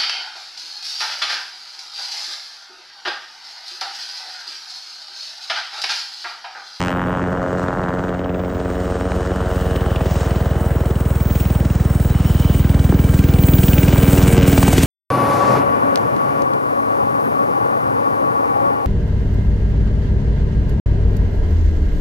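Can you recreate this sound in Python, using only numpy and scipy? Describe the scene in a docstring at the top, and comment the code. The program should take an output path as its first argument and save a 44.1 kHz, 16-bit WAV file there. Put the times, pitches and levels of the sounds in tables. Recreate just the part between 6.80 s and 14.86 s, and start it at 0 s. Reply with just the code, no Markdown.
"""Open snowy country: a helicopter approaches and passes close overhead.
Far off, the tail rotor's quick pressure pulses buzz; then the main rotor's chirped thump takes over,
each blade with a tip swish ahead of it. Turbulent wash, gear whine and turbine hiss swell as it nears.
Blades cutting tip vortices slap and crackle, mostly overhead."""
import sys
import numpy as np
from scipy import signal
from scipy.fft import rfft, irfft, next_fast_len
from scipy.io import wavfile
from scipy.ndimage import uniform_filter1d

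SR = 44100
rng = np.random.default_rng(int(sys.argv[2]) if len(sys.argv) > 2 else 0)


def store_wav(level_fs):
    """Save 16-bit WAV to argv[1]."""
    pcm = np.round(np.clip(np.atleast_2d(level_fs), -1, 1) * 32767)
    wavfile.write(sys.argv[1], SR, pcm.T.astype(np.int16))


N = 355446
N_FFT = next_fast_len(N, True)
T_S = np.arange(N) / SR
F_HZ = np.maximum(np.fft.rfftfreq(N_FFT, 1 / SR), 1)
PASS_S, SPEED_M_PER_S, CLOSEST_M = 7.57, 71, 71.4  # straight, even flight
GEAR_RATIO, MAIN_LEAD_S = 4.607, .13  # tail passages per main passage; main rotor flies by earlier

# Main rotor, thrown forward as the nose swings to the listener: t/s, thump/dB, knock/dB
MAIN_LEVELS = [(0, -42, -32), (.9, -38.5, -30), (2, -26, -38.5), (3, -19.5, -24), (4.35, -17.5, -21),
               (5, -16.5, -18.5), (6.3, -14, -16), (7.3, -15.5, -14), (8.06, -18.5, -16)]
# Main rotor pulse spectrum: harmonic, level/dB
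MAIN_SPECTRUM = [(1, -22), (2, -5), (3, 8), (4, 8.5), (5, 4.5), (7, 4), (8, 2.5), (10, -4), (13, -7.5),
                 (18, -13), (24, -24.5), (45, -45), (110, -38.5)]
# Main blade swish: t/s, level/dB
SWISH_LEVEL = [(0, -48), (.6, -48.5), (1.4, -38.5), (2, -43), (2.6, -47.5), (3.05, -36.5), (3.8, -43),
               (4.6, -35.5), (5.3, -43), (5.75, -35), (6.2, -35), (6.85, -25.5), (7.15, -30.5), (7.45, -29),
               (8.06, -23.5)]
# Single harder swishes: t/s, boost/dB
SWISH_ACCENTS = [(.886, 5), (1.04, 6), (2.961, 6), (3.162, 6), (3.51, 6), (3.56, 6), (6.39, 3), (6.887, 2),
                 (6.935, 2), (7.38, 4), (7.48, 4)]
# Blade-vortex hits: t/s, peak/dB, brightness/Hz
VORTEX_HITS = [(2.2100, -20, 900), (2.3185, -15, 1200), (2.4735, -22, 900), (2.5170, -22, 900),
               (3.2075, -10.5, 480), (6.1235, -8, 370), (7.1300, -15, 500), (7.1590, -12, 600),
               (7.7295, -15, 800), (7.7770, -9, 650), (7.8283, -5, 1150), (7.8792, -8, 700),
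               (7.9295, -7.5, 650), (7.9808, -7.5, 3000), (8.0325, -14, 2500)]

# Tail rotor, loud in its disc plane (far off, again overhead): t/s, hum/dB, drone/dB, buzz/dB, rasp/dB
TAIL_LEVELS = [(0, -20.5, -37.5, -33, -28.5), (.45, -21.5, -34, -30, -31.5), (.7, -24, -31.5, -28.5, -33.5),
               (1.05, -24, -31, -30, -31.5), (1.5, -22.5, -29, -30.5, -41), (2.55, -26.5, -28.5, -30, -38),
               (3.6, -36, -33, -33.5, -44), (4.4, -59, -37, -41, -55), (5.6, -33, -41.5, -55, -46.5),
               (6.85, -29.5, -31, -51, -49), (7.3, -33, -28.5, -37, -36), (7.54, -28, -20.5, -33, -36.5),
               (7.76, -18.5, -25.5, -51, -46), (8.06, -20, -32, -46, -65)]
# Tail blade passage rate, Doppler included: t/s, f/Hz
TAIL_BLADE_RATE = [(0, 89.48), (1, 90.33), (1.9, 90.5), (2.6, 91.6), (3.5, 92.43), (6, 92.82), (6.5, 93.41),
                   (7, 93.4), (7.5, 92.55), (8.2, 90.8)]
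# Four unequal tail blades, in passing order: offset/dB
TAIL_IMBALANCE = [2.6, -2.2, .1, -1.3]
# Tail throb: t/s, share of imbalance, swing from main rotor wake/dB
THROB_DEPTH = [(0, .6, .3), (.9, 1, 1.2), (1.6, 1, 2), (2.5, .7, 2), (3.4, .4, 1.4), (7, .3, 0)]
# Tail pulse spectrum from ahead: harmonic, level/dB
TAIL_AHEAD_SPECTRUM = [(1, -2.5), (2, 3), (3, 0), (4, -5), (5, -0.5), (6, -0.5), (7, -2), (9, -10),
                       (16, -11.5), (20, -17), (28, -48), (40, -49.5), (70, -61)]
# Tail pulse spectrum from below: harmonic, level/dB
TAIL_BELOW_SPECTRUM = [(1, 0.5), (2, 2), (3, 5), (4, -12), (5, -11), (6, -13), (7, -26), (9, -12),
                       (16, -13), (26, -37), (70, -50)]
# View of the tail rotor: t/s, share heard from below
BELOW_SHARE = [(0, 0), (4, 0), (6, .8), (7, 1), (8.06, 1)]
# Sharp top of the tail pulses, beamed in the disc plane: t/s, level/dB
CRACK_LEVEL = [(0, -31), (.09, -35), (.16, -43.5), (.42, -45), (.55, -55), (1.1, -53.5), (1.5, -53.5),
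               (6.7, -57), (7.15, -38.5), (7.4, -39), (7.6, -35), (7.76, -39)]
# Spectrum of that top: harmonic, level/dB
CRACK_SPECTRUM = [(20, 7), (27, 11.5), (35, 9), (44, -2.5), (60, -2.5), (104, -11.5)]
# Stray paths through uneven air: lag/s, wander/s, level/dB
AIR_PATHS = [(.0007, .0002, -13.5), (.0028, .0004, -17.5)]

# Wash and hiss spectrum: f/Hz, density/dB
WASH_SPECTRUM = [(20, 40), (60, -4), (190, 2), (350, 8.5), (600, 6), (900, -3.5), (1500, -6.5),
                 (2000, -6.5), (2400, -8), (2900, -9), (4000, -18), (5200, -19.5), (6500, -17.5),
                 (8200, -20), (10000, -29.5), (12500, -30.5), (15000, -21.5)]
# Stereo width of wash and hiss: f/Hz, side minus mid/dB
WASH_WIDTH = [(60, -11), (250, -19.5), (600, -16.5), (1500, -16), (2400, -17.5), (3300, -12), (4500, -50),
              (8000, -56), (10500, -29), (15000, -23)]
# Far wash, lows: t/s, level/dB
FAR_RUMBLE_LEVEL = [(0, -30.5), (2, -31), (3.2, -29), (5, -31), (6.5, -21.5)]
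# Far wash, midrange: t/s, level/dB
FAR_RUSH_LEVEL = [(0, -32.5), (1, -33), (1.6, -36), (2.6, -33.5), (3.6, -32.5), (4.6, -36), (6.6, -38)]
# Treble, swelling and fading through the air: t/s, level/dB
HISS_LEVEL = [(0, -59), (.85, -49.5), (1.5, -57), (1.95, -49), (2.8, -46.5), (3.15, -50), (3.4, -39.5),
              (3.65, -49.5), (4.25, -50), (4.6, -42.5), (4.8, -47), (5.55, -46), (6.25, -44), (6.77, -40),
              (7.1, -36.5), (7.4, -35.5), (7.56, -36), (8.0, -30.5)]
# Hiss surge per blade, under the disc: t/s, swing/dB
HISS_SURGE = [(7.1, 0), (7.45, 2), (8.06, 2.4)]

# Gear tones from ahead: f/Hz, level/dB, width/Hz
NOSE_GEARS = [(3020, -73, 44), (3920, -68, 18), (5470, -65, 40), (6300, -74.5, 40), (7031, -67, 34),
              (8600, -62.5, 75), (9390, -66, 70)]
# Gear tones from below: f/Hz, level/dB
BELLY_GEARS = [(1577, -47), (2320, -49), (2972, -53.5)]
# Whine beamed forward: t/s, nose gears/dB, intake/dB
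WHINE_LEVELS = [(0, -11, -53), (1.5, -9, -65.5), (2, 5, -55.5), (3.15, 3, -47), (3.4, 10, -51),
                (3.7, 3.5, -50.5), (4.8, 9, -68), (5.15, 8.5, -59), (5.42, 12, -45.5), (5.72, 7, -43.5),
                (5.95, 1, -52), (7.1, -8, -60)]
# Turbine compressor pitch: t/s, f/Hz
COMPRESSOR_PITCH = [(0, 15100), (1, 15150), (2.5, 15520), (4.5, 15640), (6, 15580), (6.6, 15420),
                    (7, 15280), (8.06, 15300)]
# Compressor beam sweeping past: t/s, top hiss/dB, compressor/dB
BEAM_LEVELS = [(0, -52, -62), (.5, -68, -68), (1.6, -73, -61), (1.9, -63, -56), (2.6, -54, -65),
               (2.78, -47.5, -49), (3.35, -50, -47), (3.7, -48.5, -46), (4.25, -46, -46), (4.57, -44, -31),
               (4.75, -47.5, -41), (5.6, -42, -38), (6.25, -42.5, -40), (6.5, -41, -38), (6.75, -31, -25),
               (7.12, -38, -30), (7.33, -26, -27.5), (7.58, -35.5, -38), (7.75, -29, -31), (8.06, -28, -50)]

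# Left-right balance: f/Hz, left minus right/dB
STEREO_BALANCE = [(60, -.2), (380, -.4), (700, .3), (1290, 1), (2380, .1), (4400, .7), (8000, 0)]
# Left-right phase; the left ear lags in the top treble, widening the hiss: f/Hz, left lead/rad
STEREO_PHASE = [(0, 0), (2000, 0), (3150, .55), (4300, .15), (8500, 0), (9100, -1.57), (10230, -3.14),
                (11300, -4.71), (12050, -6.28), (15550, -12.57)]


def main_rotor(passages, rate_hz):
    """One pressure pulse per blade: steady thump and knock, less steady edge and snap."""
    thump_db, knock_db = curves(MAIN_LEVELS)
    thump, knock, edge, snap = (pulse_train(passages, rate_hz, MAIN_SPECTRUM, range(*span), thump_rad)
                                for span in [(1, 6), (6, 12), (12, 25), (25, 110)])
    body = (from_db(thump_db) * thump + from_db(knock_db) * knock) * per_blade(passages, spread_db=.5)
    edge = from_db(swell_db(-23, growth=.99)) * edge
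    snap = from_db(swell_db(-36.5, growth=.92)) * snap * per_blade(passages, spread_db=2)
    return body + (edge + snap) * per_blade(passages, spread_db=2)


def chirp_rad(hz, lag_cycles=1.495, pivot_hz=101.7):
    """Falling chirp: every frequency lags by the same number of cycles."""
    return -2 * np.pi * lag_cycles * np.log(hz / pivot_hz)


def thump_rad(hz, centre_hz=130):
    """Main rotor chirp; its deepest part lags less."""
    return chirp_rad(hz) + .6 - 1.4 * np.log(np.minimum(hz, 2 * centre_hz) / centre_hz) ** 2


def blade_swish(passages):
    """Hiss burst from each advancing tip, wandering between dull and bright."""
    swish_db, = curves(SWISH_LEVEL)
    swish_db += sum(db * np.exp(-((T_S - at_s) / .02) ** 2) for at_s, db in SWISH_ACCENTS)
    tilt_db = 2.5 * drift(2)
    dull = from_db(-2.5 - tilt_db) * air_noise(2340, 3070)
    bright = from_db(-5 + tilt_db) * air_noise(3080, 4470)
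    return from_db(swish_db) * swish_gate(passages) * (dull + bright)


def swish_gate(passages):
    """Quick rise, slower fall, once per main blade."""
    return blade_gate(passages, crest=.065, rise=.035, fall=.08) * per_blade(passages, spread_db=1.1)


def vortex_slaps(body_hz=220, burst_db=-11, decay_s=.0028):
    """Blade cuts a tip vortex: chirped pulse plus a short burst of torn air."""
    out = np.zeros(N)
    chirp = highpass(body_hz, order=2) * np.exp(1j * chirp_rad(F_HZ))
    for at_s, peak_db, bright_hz in VORTEX_HITS:
        age_s = np.maximum(T_S - at_s, 0)
        envelope = (age_s > 0) * np.exp(-np.minimum(age_s / decay_s, 20))
        source = from_db(burst_db) * rng.standard_normal(N) * envelope
        source[round(at_s * SR)] += 4
        colour = lowpass(bright_hz, order=2) * lowpass(4 * bright_hz, order=2)
        pulse = filtered(source, colour * chirp)
        out += from_db(peak_db) * pulse / np.abs(pulse).max()
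    return out


def tail_rotor(passages, rate_hz, main_passages):
    """Quick, sharp, unequal pulses, shaken by the air; a rounder drone from below."""
    hum_db, drone_db, buzz_db, rasp_db = curves(TAIL_LEVELS)
    below, = curves(BELOW_SHARE)
    crack_db, = curves(CRACK_LEVEL)
    load_db = tail_load_db(passages, main_passages)
    passages = passages + .009 * (1 - .85 * below) * drift(14)  # timing jitter from uneven air
    hum, drone, buzz, rasp = (
        (1 - below) * pulse_train(passages, rate_hz, TAIL_AHEAD_SPECTRUM, range(*span))
        + below * pulse_train(passages, rate_hz, TAIL_BELOW_SPECTRUM, range(*span))
        for span in [(1, 4), (4, 6), (6, 9), (9, 26)])
    crack, tick = (pulse_train(passages, rate_hz, CRACK_SPECTRUM, range(*span))
                   for span in [(21, 45), (45, 105)])
    low = from_db(swell_db(-17, growth=1.78, far_db=hum_db) - 2.5) * hum
    middle = from_db(drone_db) * drone + from_db(buzz_db) * buzz
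    middle *= from_db(.6 * load_db + 1.6 * (1 - below) * drift(12))
    top = from_db(rasp_db + 3) * rasp + from_db(crack_db) * crack
    top += from_db(27.5 + 2.055 * crack_db) * tick
    top *= from_db(load_db) * per_blade(passages, spread_db=1.4)
    return through_air(low + middle + top)


def tail_load_db(passages, main_passages, wake_passage=.16):
    """Tail blades differ in strength; all hit harder in a main blade's wake."""
    share, wake_db = curves(THROB_DEPTH)
    blades = len(TAIL_IMBALANCE)
    own_db = np.interp(passages - .15, np.arange(blades), TAIL_IMBALANCE, period=blades)
    return share * own_db + wake_db * np.cos(2 * np.pi * (main_passages - wake_passage))


def through_air(x):
    """Stray delayed copies come and go, so the far timbre wavers."""
    farness = np.sqrt(np.maximum(1 - CLOSEST_M / distance_m(), 0))
    strays = sum(from_db(db) * drift(9) * np.interp(T_S - lag_s - wander_s * drift(3), T_S, x)
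                 for lag_s, wander_s, db in AIR_PATHS)
    return x + farness * strays


def turbulence(main_passages, tail_passages):
    """Wash and hiss chopped by both rotors; the close wash overtakes a far bed."""
    far_rumble_db, = curves(FAR_RUMBLE_LEVEL)
    far_rush_db, = curves(FAR_RUSH_LEVEL)
    far_roar_db = -27.5 + .84 * (far_rush_db - far_rush_db[0])
    rumble_db = swell_db(-21.5, growth=10, far_db=far_rumble_db)
    roar_db = swell_db(-23.5, growth=1.86, far_db=far_roar_db)
    rush_db = swell_db(-32, growth=2.4, far_db=far_rush_db)
    hiss_db, = curves(HISS_LEVEL)
    top_db, _ = curves(BEAM_LEVELS)
    *_, rasp_db = curves(TAIL_LEVELS)
    surge_db = curves(HISS_SURGE)[0] * np.cos(2 * np.pi * (main_passages - .03))
    main_gate = swish_gate(main_passages)
    sharpness = .14 + from_db(rasp_db - rush_db)  # sharp tail pulses chop hardest
    tail_gate = sharpness * blade_gate(tail_passages, crest=.12, rise=.09, fall=.09)
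    tail_gate *= from_db(tail_load_db(tail_passages, main_passages))
    tail_gate *= per_blade(tail_passages, spread_db=2.2)

    def band(level_db, low_hz, high_hz, swish, chop, flutter_db):
        """Noise band; swish and chop are main and tail modulation depths."""
        pulsing = (1 + swish * main_gate + chop * tail_gate) * from_db(flutter_db * drift(6.5))
        pulsing /= np.sqrt(uniform_filter1d(pulsing ** 2, size=SR // 2))
        return from_db(level_db) * pulsing * air_noise(low_hz, high_hz)

    return (band(rumble_db - .6, 46, 233.6, swish=.2, chop=.044, flutter_db=1)
            + band(roar_db - 1.76, 277, 860, swish=1.08, chop=.13, flutter_db=.84)
            + band(rush_db - .67 * sharpness, 792, 1676, swish=.31, chop=1, flutter_db=.6)
            + band(hiss_db - 1.5, 1770, 5100, swish=.27, chop=.63, flutter_db=1)
            + band(hiss_db + surge_db - .6, 3660, 12000, swish=.81, chop=1, flutter_db=1.75)
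            + band(top_db + surge_db, 10400, 11030, swish=.83, chop=.05, flutter_db=3.5))


def gearbox(doppler):
    """Gear tones bend with rotor pitch: nose set beamed forward, belly set swelling with nearness."""
    nose_db, _ = curves(WHINE_LEVELS)
    nose = sum(from_db(db) * wavering_tone(hz * doppler ** .4, width_hz) * from_db(1.3 * drift(3))
               for hz, db, width_hz in NOSE_GEARS)
    belly = sum(from_db(db) * wavering_tone(hz * doppler, width_hz=35) for hz, db in BELLY_GEARS)
    return from_db(nose_db) * nose + from_db(swell_db(9, growth=2.1)) * belly


def turbine(doppler, intake_hz=3015):
    """The compressor sings at the very top; the intakes whine and rush with air."""
    pitch_hz, = curves(COMPRESSOR_PITCH)
    _, compressor_db = curves(BEAM_LEVELS)
    _, intake_db = curves(WHINE_LEVELS)
    compressor_db += 2.2 * drift(10)
    mid, side = (wavering_tone(pitch_hz, width_hz=210) for _ in range(2))
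    compressor = mid + from_db(-17) * side * [[1], [-1]]
    intake = wavering_tone(intake_hz * doppler, width_hz=105) + air_noise(2770, 5300)
    return from_db(compressor_db) * compressor + from_db(intake_db) * intake


def air_noise(low_hz, high_hz):
    """Turbulence band, nearly alike left and right; rms 1."""
    colour = gain_at(WASH_SPECTRUM, F_HZ) * highpass(low_hz, order=6) * lowpass(high_hz, order=6)
    mid = filtered(rng.standard_normal(N), colour)
    side = filtered(rng.standard_normal(N), colour * gain_at(WASH_WIDTH, F_HZ))
    return unit_rms(mid + side * [[1], [-1]])


def wavering_tone(hz, width_hz):
    """Tone spread into a narrow band by turbulence; rms 1."""
    smoothing = signal.butter(2, width_hz, fs=SR, output="sos")
    in_phase, quadrature = signal.sosfilt(smoothing, rng.standard_normal((2, N)))
    angle_rad = 2 * np.pi * np.cumsum(hz) / SR
    return unit_rms(in_phase * np.cos(angle_rad) + quadrature * np.sin(angle_rad))


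def pulse_train(passages, rate_hz, spectrum, harmonics, phase_rad=chirp_rad):
    """Harmonics of a rotor's pressure pulse, repeated each passage; rms 1."""
    cycle = np.linspace(0, 1, 2049)
    median_hz = np.median(rate_hz)
    pulse = sum(gain_at(spectrum, k) * np.cos(2 * np.pi * k * cycle + phase_rad(k * median_hz))
                for k in harmonics)
    return np.interp(passages % 1, cycle, unit_rms(pulse))


def blade_gate(passages, crest, rise, fall):
    """One bump per blade; all arguments in passages."""
    age = (passages - crest + .5) % 1 - .5
    return np.exp(-.5 * (age / np.where(age < 0, rise, fall)) ** 2)


def per_blade(passages, spread_db):
    """Random gain per passage, interpolated."""
    gains = unit_rms(from_db(spread_db * rng.standard_normal(1024)))
    return np.interp(passages, np.arange(len(gains)), gains)


def distance_m():
    """Range to the helicopter, per sample."""
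    return np.hypot(CLOSEST_M, SPEED_M_PER_S * (T_S - PASS_S))


def swell_db(closest_db, growth, far_db=-120):
    """Near level (gain ~ 1 / range ** growth), power-summed with a far level."""
    near_db = closest_db + growth * 20 * np.log10(CLOSEST_M / distance_m())
    return 10 * np.log10(from_db(near_db) ** 2 + from_db(far_db) ** 2)


def drift(rate_hz):
    """Slow random wander; rms 1."""
    hop, warmup = 40, 2000
    noise = rng.standard_normal(N // hop + warmup + 2)
    pole = np.exp(-2 * np.pi * rate_hz * hop / SR)
    slow = signal.lfilter([1], [1, -2 * pole, pole * pole], noise)[warmup:]
    return np.interp(np.arange(N) / hop, np.arange(len(slow)), unit_rms(slow))


def curves(table):
    """Columns of a time table, per sample."""
    times_s, *columns = np.transpose(table)
    return [np.interp(T_S, times_s, column) for column in columns]


def gain_at(spectrum, where):
    """Gain of a dB spectrum, interpolated on a log axis."""
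    axis, db = np.transpose(spectrum)
    return from_db(np.interp(np.log(where), np.log(axis), db))


def filtered(x, response):
    """Apply a response given on F_HZ."""
    return irfft(rfft(x, N_FFT) * response, N_FFT)[..., :N]


def lowpass(edge_hz, order):
    """Low-pass magnitude."""
    return 1 / np.sqrt(1 + (F_HZ / edge_hz) ** (2 * order))


def highpass(edge_hz, order):
    """High-pass magnitude."""
    return 1 / np.sqrt(1 + (edge_hz / F_HZ) ** (2 * order))


def from_db(db):
    """dB to gain."""
    return 10 ** (np.asarray(db) / 20)


def unit_rms(x):
    """Scale to rms 1."""
    return x / np.sqrt(np.mean(x ** 2) + 1e-20)


def scene():
    """Two geared rotors; wash, gears and intake keep step with them."""
    tail_hz, = curves(TAIL_BLADE_RATE)
    main_hz = np.interp(T_S + MAIN_LEAD_S, *np.transpose(TAIL_BLADE_RATE)) / GEAR_RATIO
    main_passages = .8145 + np.cumsum(main_hz) / SR
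    tail_passages = .602 + np.cumsum(tail_hz) / SR
    doppler = tail_hz / np.interp(5, T_S, tail_hz)  # 1 at 5 s
    rotors = main_rotor(main_passages, main_hz) + blade_swish(main_passages)
    rotors += tail_rotor(tail_passages, tail_hz, main_passages) + vortex_slaps()
    return rotors + turbulence(main_passages, tail_passages) + gearbox(doppler) + turbine(doppler)


def record(dry, cutoff_hz=15740):
    """Left and right differ in level and phase; peaks rounded, top cut."""
    lead_rad = np.interp(F_HZ, *np.transpose(STEREO_PHASE))
    lean = np.sqrt(gain_at(STEREO_BALANCE, F_HZ))
    skewed = filtered(dry, np.array([lean * np.exp(1j * lead_rad), 1 / lean]))
    rounded = skewed / (1 + np.abs(skewed) ** 8) ** (1 / 8)
    return filtered(rounded, lowpass(cutoff_hz, order=300))


dry = scene()
out = record(dry)
store_wav(out)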